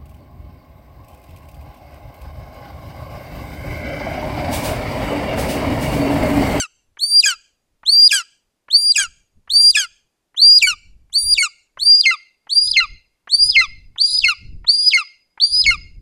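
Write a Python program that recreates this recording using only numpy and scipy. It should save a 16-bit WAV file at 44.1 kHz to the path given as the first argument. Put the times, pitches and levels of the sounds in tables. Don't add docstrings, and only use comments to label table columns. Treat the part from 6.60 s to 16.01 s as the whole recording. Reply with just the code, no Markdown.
import sys
import numpy as np
from scipy import signal
from scipy.fft import rfft, irfft, next_fast_len
from scipy.io import wavfile
from scipy.ndimage import uniform_filter1d, minimum_filter1d, map_coordinates

SR = 44100
rng = np.random.default_rng(int(sys.argv[2]) if len(sys.argv) > 2 else 0)


def master(y):
    cut = np.clip(np.atleast_2d(y).T, -1, 1)
    pcm = np.round(cut * 32767)
    wavfile.write(sys.argv[1], SR, pcm.astype(np.int16))


N = 414981
TIME = np.arange(N) / SR
TOP_HZ = 14700

# start_s, crack_s, held_hz, final_hz, rise_s, octave_db, hoarse_db,
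# level_db, swell_db, snap_db, low_null_hz, low_depth_db, high_null_hz, high_depth_db
WHISTLE_CALLS = [(0.383, 0.604, 4548, 4800, 0.024, -27.5, -42.5, -8.5, 7.5, -14.5, 4623, 7.5, 4675, 12),
                 (1.249, 1.473, 4529, 4877, 0.029, -28.5, -41.5, -8, -2, -11, 4523, 8.5, 4700, 3.5),
                 (2.098, 2.316, 4628, 4810, 0.027, -28.5, -43, -8, 0.5, -7.5, 3980, 3, 4725, 10),
                 (2.891, 3.109, 4582, 4823, 0.023, -26, -35.5, -6.5, 2, -12, 4385, 13, 4580, 6.5),
                 (3.76, 3.983, 4680, 4861, 0.035, -28, -36.5, -5, -4.5, -11.5, 4370, 14.5, 4720, 4.5),
                 (4.519, 4.735, 4592, 4822, 0.021, -24.5, -42, -9, 13, -7.5, 4080, 17.5, 4734, 18),
                 (5.183, 5.408, 4647, 4858, 0.028, -28, -46.5, -9.5, 5, -9.5, 4593, 16.5, 4874, 7),
                 (5.887, 6.113, 4642, 4987, 0.024, -28.5, -47.5, -10, -0.5, -7, 4657, 23.5, 4961, 14),
                 (6.685, 6.905, 4490, 4998, 0.026, -28, -47.5, -7, 13.5, -16, 4684, 17.5, 4927, 18.5),
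                 (7.373, 7.587, 4732, 4962, 0.025, -31.5, -41.5, -8.5, -1, -6.5, 4670, 11.5, 4872, 15),
                 (8.061, 8.288, 4663, 4935, 0.02, -35, -43.5, -6, 5, -10.5, 4753, 9.5, 4864, 11),
                 (8.795, 9.013, 4576, 5024, 0.017, -35, -49, -9, -8.5, -10.5, 4775, 24, 4840, 3.5)]
# upper_start_s,
# lower_start_s, end_s, upper_hz, lower_hz, slide_foot_db, upper_db, lower_db, tilt_db_per_octave
YELP_CALLS = [(-0.045, -0.013, 0.062, 2450, 1618, -13, -13, -16, 2.5),
              (0.639, 0.658, 0.745, 2431, 1675, -15.5, -12.5, -11, 1),
              (1.518, 1.527, 1.624, 2391, 1669, -8.5, -12.5, -11.5, 2.5),
              (2.365, 2.379, 2.468, 2442, 1689, -9, -13.5, -12, 1.5),
              (3.156, 3.168, 3.262, 2440, 1722, -10, -11, -12.5, 0),
              (4.028, 4.072, 4.143, 2292, 1517, -6, -11, -12, -1.5),
              (4.783, 4.827, 4.88, 2222, 1469, -13.5, -12, -13.5, -1.5),
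              (5.461, 5.51, 5.56, 2110, 1412, -7.5, -11, -15.5, -13),
              (6.17, 6.204, 6.262, 2087, 1427, -7.5, -8.5, -14.5, -17),
              (6.965, 7.013, 7.064, 2100, 1378, -6, -8, -14.5, -17),
              (7.649, 7.683, 7.738, 2138, 1450, -3, -13.5, -11, -11),
              (8.335, 8.376, 8.435, 2152, 1431, -13, -10.5, -16.5, -12),
              (9.064, 9.109, 9.163, 2178, 1435, -16.5, -9.5, -15, -11.5)]
# pitch_hz, gain_db
THROAT_RESONANCE = [(2800, -32.5), (3500, -15), (3950, -14.5), (4350, -3.5), (4600, 1.5)]
# pitch_ratio, relative_db
HOARSE_TONES = [(0.748, -16), (.89, -19), (1.282, -11), (1.501, -8), (1.709, -12.5), (2.452, -26.5)]
# start_s, end_s, level_db
GRATE_SPELLS = [(6.065, 6.112, -30), (7.47, 7.585, -28), (8.92, 9.01, -34)]
# frequency_hz, gain_db
THROAT_COLOUR = [(700, -32), (1150, -4), (1500, -7), (2200, -2), (2900, -0.5), (3600, -6.5), (4400, -5),
                 (5400, -7), (6500, -8), (8200, -11), (10000, -22.5), (14000, -38)]
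# time_s, roughness (0-1)
VOICE_STRAIN = [(0, .32), (3.3, .42), (4, .13), (5.4, .08), (9.41, .09)]
# frequency_hz, relative_db
BREATH_SPECTRUM = [(300, -57), (800, -27.5), (1800, -12.5), (3600, -5), (5500, 2), (7800, 2.5), (10000, -8),
                   (14500, -22)]
# start_s, relative_db
BEAK_OPENINGS = [(0.37, -34), (1.232, -35), (2.083, -32.5), (2.875, -37.5), (3.744, -41.5), (4.498, -53.5),
                 (5.172, -28.5), (5.869, -36.5), (6.673, -28), (7.359, -36.5), (8.044, -34), (8.775, -34)]
# frequency_hz, relative_db
TICK_SPECTRUM = [(200, -26), (600, -18.5), (950, -5.5), (1300, -8.5), (2100, -9), (3000, -24), (5000, -44),
                 (14000, -71)]
# frequency_hz, t60_s
TRUNK_DECAY = [(1000, 0.067), (2200, 0.8), (5000, 0.64), (7000, 1), (10000, 0.39)]
# frequency_hz, gain_db
NEEDLE_FILTER = [(4800, 2.5), (8000, -1), (10000, -4.5)]
# start_s, end_s, relative_db
WIND_GUSTS = [(0.167, 0.768, -69.5), (1.121, 1.425, -70.5), (2.394, 2.537, -51), (2.783, 3.26, -54),
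              (3.956, 4.42, -46), (4.628, 4.724, -38.5), (5.19, 5.28, -51.5), (6.022, 6.313, -45.5),
              (6.784, 7.3, -44), (7.535, 7.653, -40), (7.828, 7.974, -30.5), (8.155, 8.284, -56.5),
              (8.932, 9.41, -36.5)]
# frequency_hz, relative_db
RUMBLE_SPECTRUM = [(20, 4.5), (45, 1.5), (100, -7), (170, -16), (250, -23), (400, -32), (700, -54),
                   (1500, -100)]
# frequency_hz, relative_db
HUSH_SPECTRUM = [(30, -6), (300, -0.5), (600, -4), (1500, -11), (5000, -15), (10000, -17.5), (15000, -21.5)]


def whistles(onset_hz=2800, gain_db=-1.25, snap_drop=.07, third_db=-12):
    out, air = np.zeros(N), noise(BREATH_SPECTRUM)
    for call, (*_, tilt_db) in zip(WHISTLE_CALLS, YELP_CALLS[1:]):
        start, end, held_hz, final_hz, rise_s = call[:5]
        octave_db, hoarse_db, level_db, swell_db, snap_db, *nulls = call[5:]
        span = during(start, end + .008)
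        t = TIME[span]
        age = np.abs(t - start)
        progress = age / (end - start)
        slack = np.exp(-(age / rise_s) ** 1.3)
        hz = held_hz + (final_hz - held_hz) * progress - (held_hz - onset_hz) * slack
        held_db = level_db + swell_db * (progress - .5) + along(THROAT_RESONANCE, hz)
        held_db += (1 + 4 * slack) * ripple(hz, 110) - trunk_dips(hz, nulls)
        snap = ramp((t - end + .001) / .002)
        hz = hz * (1 - snap_drop * ramp((t - end + .0014) / .011))
        waver = .0016 * wobble(1200, t) + (.0012 + .01 * slack) * wobble(110, t) + .0026 * wobble(24, t)
        phase = cycle(hz * (1 + waver))
        flutter_db = 2 * wobble(60, t) + (.4 + 2 * slack) * wobble(360, t)
        level = amp(gain_db + held_db + snap * (snap_db - held_db) + flutter_db)
        overtones = overtone(2, t, hz, phase) + amp(third_db + .6 * tilt_db) * overtone(3, t, hz, phase)
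        tone = level * np.sin(phase) + amp(octave_db + 1 - 20 * slack) * overtones + grating(t, hz)
        hoarse = hoarseness(t, hz, tilt_db, air[span])
        hoarse *= amp(hoarse_db + 2 + 2 * wobble(35, t)) * (1 - slack) ** 12
        gate = ramp(age / .015) * ramp((end + .0065 - t) / .001)
        out[span] = gate * (np.sqrt(2) * tone + hoarse)
    return out


def overtone(k, t, hz, phase, notch_db=9, spacing_hz=130):
    db = notch_db * np.minimum(ripple(k * hz, spacing_hz), 0) + 2.2 * wobble(160, t)
    return amp(db) * np.sin(k * phase)


def hoarseness(t, hz, tilt_db, air, hiss_db=-12):
    out = amp(hiss_db) * air
    for ratio, db in HOARSE_TONES:
        head_db = .5 * tilt_db * np.log2(ratio / 1.5)
        phase = cycle(hz * (ratio + .03 * wobble(28, t)))
        side_tone = wobble(300, t) * np.sin(phase) + wobble(300, t) * np.cos(phase)
        out += amp(db + head_db + 4.5 * wobble(40, t)) * side_tone
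    return out


def grating(t, hz, pitch_ratio=.87):
    level = sum(amp(db) * ramp((t - start) / .01) * ramp((end - t) / .01)
                for start, end, db in GRATE_SPELLS)
    return level * (1 + .6 * wobble(300, t)) * np.sin(cycle(hz * (pitch_ratio + .055 * wobble(350, t))))


def yelps(crack_hz=4500, catch_hz=2480, crack_db=-22, choke_db=-22, stutter_db=4,
          upper_fall=.07, lower_fall=.23, sag_db=-4, fade_db=-21, dull_db=-9):
    out, air = np.zeros(N), noise(BREATH_SPECTRUM)
    cracks = [YELP_CALLS[0][0] - .04] + [call[1] for call in WHISTLE_CALLS]
    for crack, call in zip(cracks, YELP_CALLS):
        start, step, end, upper_hz, lower_hz, foot_db, upper_db, lower_db, tilt_db = call
        span = during(crack, end + .006)
        t = TIME[span]
        rough = np.interp(start, *np.transpose(VOICE_STRAIN))
        stages = [(crack, start), (start, step), (step, end)]
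        slide, early, late = (np.clip((t - a) / (b - a), 0, 1) for a, b in stages)
        caught = ramp((slide - .66) / .35)
        settled = ramp((t - start + .00051) / .0014)
        drop = ramp((t - step + .004) / .007)
        unsteady = .05 * (1 - caught) * wobble(260, t)
        slide_hz = (crack_hz + (catch_hz - crack_hz) * slide ** 1.2) * (1 + unsteady)
        broken_db = crack_db + choke_db * rough + stutter_db * wobble(260, t)
        slide_db = caught * foot_db + (1 - caught) * broken_db
        hz = slide_hz + settled * (upper_hz * (1 - upper_fall * (early - .5)) - slide_hz)
        db = slide_db + settled * (upper_db + sag_db * (early - .5) - slide_db)
        upper_rough = .24 * (1 - caught) + .75 * caught * rough
        upper = amp(db) * voice(t, hz, tilt_db - 6 * (1 - settled), 0, upper_rough, air[span])
        hz = lower_hz * (1 - lower_fall * late ** 1.25)
        db = lower_db + fade_db * late ** 1.9
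        lower = amp(db) * voice(t, hz, tilt_db, dull_db * late ** 4, rough, air[span])
        gate = ramp((t - crack) / .008) * ramp((end + .005 - t) / .012)
        out[span] = gate * ((1 - drop) * upper + drop * lower)
    return out


def voice(t, hz, tilt_db, dull_db, rough, air, rasp_db=-14, harmonics=12):
    phase = cycle(hz * (1 + .014 * rough * wobble(900, t) + .005 * wobble(170, t)))
    k = np.arange(2, 2 * harmonics + 1)[:, None] / 2
    treble_octaves = np.log2(np.clip(k * hz / 3200, 1, 2.8))
    colour_db = along(THROAT_COLOUR, k * hz) + tilt_db * treble_octaves + dull_db * np.log2(k)
    bounce_db = (2 + 3 * treble_octaves) * ripple(k * hz, 230)
    flicker_db = (2 + 1.1 * treble_octaves) * np.array([wobble(160, t) for _ in k])
    gains = amp(colour_db + bounce_db + flicker_db) * (k * hz < TOP_HZ)
    gains[1::2] *= 1.4 * rough ** 2 * (1 + .9 * np.array([wobble(200, t) for _ in k[1::2]]))
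    tone = np.sqrt(2) * np.sum(gains * np.sin(k * phase), 0) / np.linalg.norm(gains, axis=0)
    growl = .07 * rough ** 2 * (1 + .5 * wobble(200, t)) * np.sin(phase / 2)
    rasp = amp(rasp_db + tilt_db / 2) * rough * air * (1 + np.cos(phase))
    return (tone + growl) * (1 + .35 * rough * wobble(900, t)) + rasp


def beak(gain_db=-7, gap_s=.0017, t60_s=.033, ticks=3):
    envelope = np.zeros(N)
    for start, db in BEAK_OPENINGS:
        span = during(start, start + .05)
        for k, shift in enumerate(rng.uniform(-.018, .15, ticks)):
            age = TIME[span] - start - gap_s * k * (1 + shift)
            envelope[span] += ramp(age / .00029) * amp(db + gain_db - 3.4 * k - 60 * np.abs(age) / t60_s)
    return envelope * noise(TICK_SPECTRUM)


def ripple(hz, spacing_hz):
    return map_coordinates(rng.standard_normal(512), [hz / spacing_hz], mode="mirror")


def trunk_dips(hz, nulls, width_hz=68.5):
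    return sum(depth_db * np.exp(-((hz - null_hz) / width_hz) ** 2)
               for null_hz, depth_db in zip(nulls[::2], nulls[1::2]))


def nest(x, scatter_db=-12, t60_s=.03, samples=2048):
    t = TIME[:samples]
    twigs = unit(rng.standard_normal(samples) * amp(-60 * t / t60_s) * ramp(t / .008)) / np.sqrt(samples)
    return x + amp(scatter_db) * signal.fftconvolve(x, twigs)[:N]


def forest_echo(x, near_db=-29, far_db=-32, near_t60_s=.17, build_s=.029, reach_s=.24, beyond_db=-12):
    t = TIME[:SR]
    near = unit(rng.standard_normal(SR) * amp(-60 * t / near_t60_s)) / np.sqrt(SR)
    trunks = np.bincount(rng.integers(0, SR, 240), rng.standard_normal(240), SR)
    hz, delay_s, bands = signal.stft(unit(trunks) + rng.standard_normal(SR), SR, nperseg=256)
    bands *= amp(-60 * delay_s / along(TRUNK_DECAY, hz)[:, None])
    far = signal.istft(bands, SR, nperseg=256)[1][:SR]
    beyond = ramp((t - reach_s) / .058 + .5)
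    far = unit(far * ramp(t / build_s) * amp(beyond_db * beyond)) / np.sqrt(SR)
    echo = signal.fftconvolve(x, amp(near_db) * near + amp(far_db) * far)[:N]
    return filtered(echo, lambda hz: amp(along(NEEDLE_FILTER, hz)))


def wind(gain_db=1, draught_db=-80.5, lumps_db=4, rise_db_per_s=378, fall_db_per_s=172):
    envelope = amp(draught_db)
    for start, end, db in WIND_GUSTS:
        before_s, after_s = np.maximum(start - TIME, 0), np.maximum(TIME - end, 0)
        envelope = envelope + amp(db + gain_db - rise_db_per_s * before_s - fall_db_per_s * after_s)
    return envelope * unit(amp(lumps_db * wobble(22, TIME)) * noise(RUMBLE_SPECTRUM))


def forest_hush(level_db=-75):
    return amp(level_db) * noise(HUSH_SPECTRUM)


def amp(db):
    return 10 ** (np.asarray(db) / 20)


def unit(x):
    return x / np.sqrt(np.mean(x ** 2) + 1e-20)


def along(points, hz):
    frequencies, values = np.transpose(points)
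    return np.interp(np.log(hz + 1), np.log(frequencies + 1), values)


def ramp(u):
    return np.sin(np.pi / 2 * np.clip(u, 0, 1)) ** 2


def wobble(rate, t):
    return map_coordinates(rng.standard_normal(512), [(t - t[0]) * rate], mode="mirror")


def filtered(x, response):
    size = next_fast_len(N + SR // 2)
    return irfft(rfft(x, size) * response(np.fft.rfftfreq(size, 1 / SR)), size)[:N]


def noise(spectrum):
    return unit(filtered(rng.standard_normal(N), lambda hz: amp(along(spectrum, hz))))


def during(start, end):
    return slice(max(int(start * SR), 0), int(end * SR))


def cycle(hz):
    return 2 * np.pi * np.cumsum(hz) / SR


def scene(whistle_echo_db=-3, whistle_lift_db=14.5, yelp_echo_db=-5, yelp_lift_db=3):
    whistle = whistles()
    yelp_and_beak = amp(-1) * nest(yelps()) + beak()
    lifted = ramp((TIME - 4) / 2.5)
    echo = forest_echo(amp(whistle_echo_db + whistle_lift_db * lifted) * whistle
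                       + amp(yelp_echo_db + yelp_lift_db * lifted) * yelp_and_beak)
    return (whistle + yelp_and_beak + echo + wind() + forest_hush())[None]


def record(dry, ceiling=.76, window_samples=130, rolloff_hz=14300):
    needed = ceiling / np.maximum(np.abs(dry[0]), ceiling)
    gain = uniform_filter1d(minimum_filter1d(needed, window_samples), window_samples)
    return filtered(dry[0] * gain, lambda hz: (hz < TOP_HZ) / (1 + (hz / rolloff_hz) ** 20))[None]


dry = scene()
out = record(dry)
master(out)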